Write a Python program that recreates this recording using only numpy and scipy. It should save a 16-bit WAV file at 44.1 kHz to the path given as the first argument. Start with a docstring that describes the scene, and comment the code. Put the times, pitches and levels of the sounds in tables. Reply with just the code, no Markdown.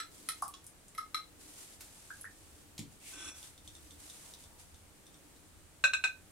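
"""Close work at a darkroom bench in a small, quiet room, over hiss, ventilation drone and low rumble.
A glass dropper clinks on a small bottle, sleeves rustle, drops plink and tiny bubbles burst.
The dropper is laid aside, a few more drops fall, and the bottle is set down with a thud.
A hand brushes the bench, a beaker sings as it slides, and a plastic tray ticks and drags along.
Last, the beaker knocks three times and its glass rings."""
import sys
import numpy as np
from scipy import signal
from scipy.fft import rfft, irfft
from scipy.io import wavfile
from scipy.ndimage import uniform_filter1d

SR = 44100
rng = np.random.default_rng(int(sys.argv[2]) if len(sys.argv) > 2 else 0)


def file_out(sig):
    """Save sig as 16-bit WAV at sys.argv[1]."""
    # one column per channel
    cols = np.atleast_2d(sig).T
    # limit, then scale
    lim = np.clip(cols, -1, 1)
    pcm = np.round(lim * 32767).astype(np.int16)
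    wavfile.write(sys.argv[1], SR, pcm)


N = 278532


def amp(db):
    """Decibels to gain."""
    return 10 ** (np.asarray(db) / 20)


def unit_rms(x):
    """Scales to rms 1."""
    return x / np.sqrt(np.mean(x ** 2) + 1e-20)


def seconds(size=16384):
    """Time axis, by default of one hit."""
    return np.arange(size) / SR


def curve(points, hz):
    """Reads (freq_hz, value) points on a log-frequency axis."""
    freqs, values = np.transpose(points)
    return np.interp(np.log(hz + 1), np.log(freqs + 1), values)


def fader(points):
    """Gain that follows (time_s, level_db) points, silent outside their span."""
    times, db = np.transpose(points)
    return amp(np.interp(seconds(N), times, db, left=-200, right=-200))


def gesture(start_s, length_s, attack_s, release_s):
    """Gain of one movement: it gathers speed, holds and dies away."""
    t = seconds(N) - start_s
    return np.clip(t / attack_s, 0, 1) * np.exp(-np.maximum(t - length_s, 0) / release_s)


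def add(mix, start_s, sound):
    """Mixes a sound in at its start time."""
    part = mix[..., round(start_s * SR):][..., :sound.shape[-1]]
    part += sound[..., :part.shape[-1]]


def colour(x, gain):
    """Filters by a function of frequency."""
    return irfft(rfft(x) * gain(np.fft.rfftfreq(x.shape[-1], 1 / SR)), x.shape[-1])


# How alike left and right are: freq_hz, correlation
STEREO_LIKENESS = [(60, 0.98), (150, 0.36), (380, 0.55), (950, 0.25), (2380, 0.038), (5980, 0.016),
                   (15000, 0.12)]
def noise(spectrum):
    """Stereo noise of rms 1, shaped by (freq_hz, level_db) points, narrowest in the bass."""
    a, b = rng.standard_normal((2, N))
    mid = colour(a, lambda hz: np.sqrt(1 + curve(STEREO_LIKENESS, hz)))
    side = colour(b, lambda hz: np.sqrt(1 - curve(STEREO_LIKENESS, hz)))
    return unit_rms(colour(np.array([mid + side, mid - side]), lambda hz: amp(curve(spectrum, hz))))


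def burst(shape_db, t60_s):
    """A puff of coloured noise that dies at once."""
    t = seconds()
    puff = colour(rng.standard_normal(len(t)), lambda hz: amp(shape_db(hz)))
    return unit_rms(puff) * amp(-60 * t / t60_s)


def ring(modes, tilt_db=np.zeros_like, spread_hz=5000):
    """Dying modes; higher ones reach the two ears further out of step."""
    hz, db, t60_s = np.transpose(modes)[..., None]
    t = seconds()
    skew = np.minimum(hz / spread_hz, 1) * rng.choice([-1, 1], hz.shape) * 0.8
    decays = amp(db + tilt_db(hz) - 60 * t / t60_s)
    return np.array([(decays * np.sin(2 * np.pi * hz * t + side * skew)).sum(0) for side in (-1, 1)])


def strike_glass(blow, modes, crack_eq, crack_t60_s):
    """A blow rings the glass over a short crack; the point of contact favours one narrow band."""
    db, mid_db, top_db, contact_ms, favoured_hz, favour_db, crack_db = blow
    tilt_db = lambda hz: curve([(1600, 0), (3800, mid_db), (5600, mid_db), (8500, top_db)], hz)
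    point_db = lambda hz: tilt_db(hz) + favour_db * np.exp(-((hz / favoured_hz - 1) / 0.02) ** 2)
    tone = ring(modes, point_db)
    crack = amp(crack_db) * burst(lambda hz: curve(crack_eq, hz) + tilt_db(hz), crack_t60_s)
    attack = 1 - np.exp(-seconds() * 1000 / contact_ms)
    return amp(db) * (tone + crack) * attack


# Colour of the room's hiss: freq_hz, level_db
AIR_EQ = [(12, -29.5), (20, -1.5), (81, -1), (158, -3.5), (419, -10.5), (570, -11.5), (891, -12),
          (996, -15), (1210, -14), (1950, -16), (5470, -20), (8790, -14.5), (11600, -23), (12600, -22),
          (15800, -31)]
# Colour of its low rumble: freq_hz, level_db
RUMBLE_EQ = [(70, -35), (120, -21), (175, -18.5), (210, -10), (250, -10), (300, 2.5), (360, -10),
             (480, -9.5), (800, -27.5)]
def room_tone():
    """Steady hiss, a ventilation drone that grows and wavers, and a rumble that swells as it fades."""
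    t = seconds(N)
    growth_s, waver_s, swell_period_s, first_swell_s = 1.2, 0.75, 1.258, 0.18
    waver = unit_rms(colour(rng.standard_normal(N), lambda hz: hz * np.exp(-(hz * waver_s) ** 2)))
    drone_db = -66.5 - 19 * np.exp(-t / growth_s) + 3.8 * waver
    drone = amp(drone_db) * noise([(35, -6), (60, -4), (72, 7), (86, 7), (110, -6), (200, -39)])
    swell = np.cos(2 * np.pi * (t - first_swell_s) / swell_period_s)
    rumble_db = -67 - 0.52 * t + 4.5 * swell
    return amp(-60.5) * noise(AIR_EQ) + drone + amp(rumble_db) * noise(RUMBLE_EQ)


# Dropper taps: start_s, level_db, mid_db, top_db, contact_ms, favoured_hz, favour_db, crack_db
DROPPER_TAPS = [(0.0004, -29, -2.5, -16, 2.3, 7930, 19, -6),
                (0.2877, -31, -0.5, -3.5, 0.73, 9540, 19, -1.5), (0.9488, -54, -3, -3, 0.54, 2110, 13, 3.5),
                (0.9782, -37, -2.5, -9.5, 2.1, 8800, 14, -2), (0.9819, -21, -22.5, -25, 2.7, 5350, 20, -48),
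                (1.1447, -22.5, -5.5, -14.5, 1.65, 4025, 9, -12.5)]
# The bottle's ring: pitch_hz, level_db, t60_s
BOTTLE_MODES = [(1273, -3, 0.05), (1246, -18.5, 0.079), (1960, -13, 0.013), (2105, -7.5, 0.034),
                (3180, -10, 0.018), (3360, -2, 0.015), (3998, -4.5, 0.041), (4095, -4, 0.03),
                (5444, 3.5, 0.012), (6370, -8, 0.026), (7900, -11, 0.054), (8880, -4, 0.024),
                (9600, -2, 0.013), (10970, 7, 0.015), (11140, 2, 0.033), (12800, -7, 0.027)]
def dropper_clinks():
    """The dropper taps the neck of the hand-damped bottle, whose two lowest modes sink as it fills."""
    sag_per_s, in_tune_s = 0.054, 0.92
    crack_eq = [(400, -28), (950, -22), (1300, 3), (2000, 3.5), (2700, 0), (4000, 3.5), (6800, -4),
                (11000, 10), (13000, -1), (15500, -19)]
    out = np.zeros((2, N))
    for start_s, *blow in DROPPER_TAPS:
        tuning = 1 + sag_per_s * (in_tune_s - start_s)
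        low_modes = [(hz * tuning, db, t60_s) for hz, db, t60_s in BOTTLE_MODES[:2]]
        add(out, start_s, strike_glass(blow, low_modes + BOTTLE_MODES[2:], crack_eq, crack_t60_s=0.041))
    return amp(-1) * out


# Arm movements: start_s, length_s, level_db
ARM_MOVES = [(0.101, 0.29, -67), (1.383, 0.36, -65), (1.547, 0.092, -62), (1.784, 0.44, -66.5),
             (2.285, 0.33, -72.5), (2.902, 0.016, -68.5), (3.075, 0.06, -62.5), (3.341, 0.13, -61.5),
             (3.62, 0.63, -70.5), (3.982, 0.33, -64), (4.367, 0.07, -66), (4.576, 0.027, -64.5),
             (4.65, 0.17, -79), (5.146, 0.34, -82)]
# Colour of the cloth: freq_hz, level_db
CLOTH_EQ = [(300, -10.5), (800, -4), (1500, -5.5), (3200, -3), (5400, -1.5), (8800, 3), (10500, -0.5),
            (13500, -9), (15800, -18)]
def sleeves():
    """Cloth hisses in small clumps as the arms move."""
    clumps = amp(1.3 * unit_rms(uniform_filter1d(rng.standard_normal(N), size=300)))
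    power = sum((amp(db) * gesture(start_s, length_s, attack_s=0.027, release_s=0.048)) ** 2
                for start_s, length_s, db in ARM_MOVES)
    return amp(8.5) * np.sqrt(power) * clumps * noise(CLOTH_EQ)


# Tiny pops in the liquid: start_s, level_db, pitch_hz, spray_gain
BUBBLE_POPS = [(0.4220, -36, 11100, 0.75), (0.427, -44, 5070, 0.43), (0.441, -45, 8100, 1.1),
               (0.48, -39.5, 10200, 0.97), (0.5387, -42.5, 3370, 0.39), (0.540, -50.5, 5300, 2.3),
               (0.642, -50, 9900, 0.86), (0.6661, -44, 9280, 1.06), (0.8825, -52, 7500, 1.17),
               (2.2117, -35, 10940, 0.15)]
def bubble_pops():
    """A tiny bubble bursts: a high ping inside a puff of spray."""
    out = np.zeros((2, N))
    for start_s, db, pitch_hz, spray_gain in BUBBLE_POPS:
        ping = ring([(pitch_hz, -2, 0.025)])
        band_db = lambda hz: -10 * np.log10(1 + (np.log2((hz + 1) / pitch_hz) / 0.5) ** 4)  # octave wide
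        spray = burst(lambda hz: band_db(hz) + curve([(11000, 6), (15500, -12)], hz), t60_s=0.019)
        add(out, start_s, amp(db) * (ping + spray_gain * spray))
    return out


# Plinks of falling drops: start_s, level_db, start_hz, end_hz, t60_s
PLINKS = [(0.4238, -22, 1098, 1174, 0.037), (.4245, -33, 715, 915, 0.031), (.540, -46.5, 1150, 1106, 0.046),
          (2.104, -36, 1365, 1706, 0.044), (2.243, -31.5, 1360, 2010, 0.014),
          (2.253, -37.5, 1830, 1820, 0.032)]
def drops():
    """Each drop traps a ringing bubble; most climb in pitch as they near the surface."""
    out, t = np.zeros(N), seconds()
    glide_s = 0.0042
    for start_s, db, start_hz, end_hz, t60_s in PLINKS:
        hz = end_hz + (start_hz - end_hz) * np.exp(-t / glide_s)
        attack = 1 - np.exp(-(t * start_hz) ** 2)
        add(out, start_s, amp(db - 60 * t / t60_s) * attack * np.sin(2 * np.pi * np.cumsum(hz) / SR))
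    return out


# Colour of the dropper meeting the bench: freq_hz, level_db
DROPPER_DOWN_EQ = [(600, -7), (1500, -4), (4400, -2.5), (7000, -2.5), (11400, -2), (15500, -11)]
def dropper_down():
    """One dry tick as the dropper is laid aside."""
    out = np.zeros((2, N))
    add(out, 1.808, amp(-45) * burst(lambda hz: curve(DROPPER_DOWN_EQ, hz), t60_s=0.068))
    return out


# Colour of the bottle meeting the bench: freq_hz, level_db
BOTTLE_DOWN_EQ = [(290, -40), (500, -19), (716, -4), (792, -8), (1750, -19), (1990, -4), (3740, 0.5),
                  (5130, -3.5), (6830, -0.5), (12700, -11), (15500, -27)]
# The bench's thud: pitch_hz, level_db, t60_s
BENCH_MODES = [(128, 1, 0.083), (164, 6.5, 0.061), (213, 8.5, 0.052), (279, 2, 0.072), (348, -5, 0.054)]
def bottle_down():
    """The bottle's edge touches, then its base lands and the bench thuds."""
    out = np.zeros((2, N))
    for start_s, db, t60_s in [(2.7795, -41, 0.036), (2.791, -40.5, 0.043)]:
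        add(out, start_s, amp(db) * burst(lambda hz: curve(BOTTLE_DOWN_EQ, hz), t60_s))
    attack = 1 - np.exp(-seconds() / 0.0043)
    add(out, 2.792, amp(-39.5) * ring(BENCH_MODES) * attack)
    return out


def hand_brush():
    """A hand brushes the bench with a short, bright swish."""
    stroke = fader([(3.0, -62), (3.08, -48.5), (3.12, -52), (3.15, -65)])
    return stroke * noise([(1500, -20), (2200, -1.5), (4500, -8), (9000, -2), (15000, -18)])


# The beaker's ring, slid or knocked: pitch_hz, level_db, t60_s
BEAKER_MODES = [(656, -32, 0.14), (913, -35, 0.054), (1254, -23.5, 0.11), (1363, -14, 0.046),
                (1530, -18, 0.24), (1548, -7.5, 0.15), (1634, -21, 0.24), (2323, -20, 0.092),
                (2450, -30.5, 0.24), (2482, -16.5, .14), (2525, -8.5, 0.13), (2665, -4.5, 0.055),
                (3457, -26, 0.12), (3634, -27, 0.15), (3744, -12, .05), (4033, -6.5, 0.054),
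                (4100, -30, 0.1), (5470, -25, 0.11), (5685, -19.5, 0.08), (6430, -26, 0.19),
                (7470, -19.5, 0.087), (7820, -19.5, 0.05), (8580, -31, 0.092), (9400, -33, 0.17),
                (9890, -32, 0.18), (11600, -39, 0.11)]
# Colour of the grit under its base: freq_hz, level_db
GRIT_EQ = [(150, -46), (300, 22.5), (480, -5), (1100, 3), (3500, 9.5), (5000, 0), (9500, 9), (11000, -9),
           (14000, -24)]
def beaker_slide():
    """Fine slips of the base keep the hand-damped beaker singing, pressed harder as it goes."""
    start_s, length_s, attack_s = 3.125, 0.17, 0.011
    slips_per_s, damping_db_per_s, push_db_per_s = 2500, 400, 38.5
    song_eq = [(1500, -1.5), (2600, -3.5), (3480, 23), (3700, 0), (4000, -7), (5600, 17), (6400, 22.5),
               (7400, 12.5), (10000, 23.5), (11300, 6)]
    slips = rng.standard_normal(N) * (rng.random(N) < slips_per_s / SR)
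    glass = ring(BEAKER_MODES, lambda hz: curve(song_eq, hz)) * amp(-damping_db_per_s * seconds())
    song = unit_rms(signal.fftconvolve(slips[None], glass, axes=1)[:, :N])
    singing = amp(1.5) * gesture(start_s, length_s, attack_s, release_s=0.048) * song
    scraping = amp(-1) * gesture(start_s, length_s, attack_s, release_s=0.011) * noise(GRIT_EQ)
    pressure = amp(-54.5 + push_db_per_s * np.clip(seconds(N) - start_s, 0, length_s))
    return pressure * (singing + scraping)


# Ticks of the moving tray: start_s, level_db, snap_db
TRAY_HITS = [(3.429, -44, -1), (3.5783, -48, -5), (3.6765, -40.5, -4.5), (3.752, -43, -7.5),
             (3.9084, -44.5, -5), (4.099, -42, -2), (4.3374, -45, 2), (4.4393, -48.5, -6),
             (4.7444, -49.5, -5), (5.067, -46.5, -8), (5.1427, -48.5, -9), (5.363, -58.5, 3)]
# The plastic's short ring: pitch_hz, level_db, t60_s
TRAY_MODES = [(3590, -6, 0.014), (3540, -6, 0.0086), (5900, -7, 0.014), (8600, -4.5, 0.01)]
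def tray_ticks():
    """The plastic tray ticks as it is pushed along, rocking back with a softer rebound each time."""
    rebound_s, rebound_db = 0.014, -10
    snap_eq = [(1500, -15), (3500, 7.5), (9000, 6), (15000, -7)]
    attack = 1 - np.exp(-seconds() / 0.00065)
    out = np.zeros((2, N))
    for start_s, db, snap_db in TRAY_HITS:
        for delay_s, softer_db in [(0, 0), (rebound_s, rebound_db)]:
            snap = amp(snap_db - 2.5) * burst(lambda hz: curve(snap_eq, hz), t60_s=0.02)
            body = amp(3) * attack * ring(TRAY_MODES)
            add(out, start_s + delay_s, amp(db + softer_db) * (body + snap))
    return out


# Rise and fall of the tray's drag: time_s, level_db
DRAG_LEVELS = [(4.15, -85), (4.28, -62), (4.4, -70), (4.54, -63.5), (4.65, -69)]
def tray_drag():
    """The tray rubs on the bench: a faint, narrow band of friction noise."""
    return fader(DRAG_LEVELS) * noise([(500, -20), (850, -19), (950, -7), (1060, -28), (2000, -30)])


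# Beaker knocks: start_s, level_db, mid_db, top_db, contact_ms, favoured_hz, favour_db, crack_db
BEAKER_BLOWS = [(5.8392, -14.5, -0.28, 1.3, 1.0, 1557, 1.9, -16),
                (5.9345, -20.5, 0.63, 1.3, 1, 2740, 1.9, -16),
                (6.039, -19.5, -0.73, .5, 1.0, 2473, 7.9, -12.5)]
def beaker_knocks():
    """Three quick knocks set the beaker's glass ringing."""
    crack_eq = [(250, -14.5), (480, -8), (700, -1), (1000, -1.5), (1400, 6), (1950, 1.5), (2600, 2),
                (3100, -15), (4000, -5), (5000, -7), (8000, -9), (14000, -38)]
    out = np.zeros((2, N))
    for start_s, *blow in BEAKER_BLOWS:
        add(out, start_s, strike_glass(blow, BEAKER_MODES, crack_eq, crack_t60_s=0.06))
    return out


# Early reflections off bench and walls: left_delay_ms, right_delay_ms, gain
REFLECTIONS = [(2.15, 2.0, 0.024), (3.916, 9.1, 0.047), (6.355, 5.4, 0.44), (9.44, 9.2, 0.46),
               (11.53, 13, 0.27), (32, 11, 0.22)]
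# Length of the room's tail: freq_hz, t60_s
ROOM_DECAY = [(150, 0.33), (1200, 0.2), (4000, 0.23), (11000, 0.16)]
def room(x, tail_db):
    """The direct sound, a few near reflections and a short diffuse tail in each ear."""
    t = seconds()
    build_up = np.clip((t - 0.006) / 0.012, 0, 1)
    taps = rng.choice([-1., 1.], (2, len(t))) * (rng.random((2, len(t))) < 0.15) * build_up
    hz, frame_s, bands = signal.stft(taps + 0.22 * taps[::-1], SR, nperseg=256)  # a little crossfeed
    decay = amp(-60 * frame_s / curve(ROOM_DECAY, hz)[:, None])
    tail = signal.istft(bands * decay, SR, nperseg=256)[1]
    response = amp(tail_db) * tail / np.linalg.norm(tail[0])
    response[:, 0] += 1
    for left_ms, right_ms, gain in REFLECTIONS:
        response[0, round(left_ms * SR / 1000)] += gain
        response[1, round(right_ms * SR / 1000)] += gain
    return signal.fftconvolve(x, response, axes=1)[:, :N]


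def scene():
    """Bottle and liquid sit further back, tray and beaker nearer; the friction sounds stay dry."""
    far = dropper_clinks() + bubble_pops() + drops() + dropper_down() + bottle_down()
    near = tray_ticks() + beaker_knocks()
    friction = sleeves() + hand_brush() + beaker_slide() + tray_drag()
    return room_tone() + room(far, tail_db=-4) + room(near, tail_db=-9) + friction


def record(dry):
    """A steep low-pass trims the very top of the treble."""
    cutoff_hz = 15900
    lowpass = signal.firwin(511, cutoff_hz, window=("kaiser", 9), fs=SR)
    return signal.oaconvolve(dry, lowpass[None], "same")


dry = scene()
out = record(dry)
file_out(out)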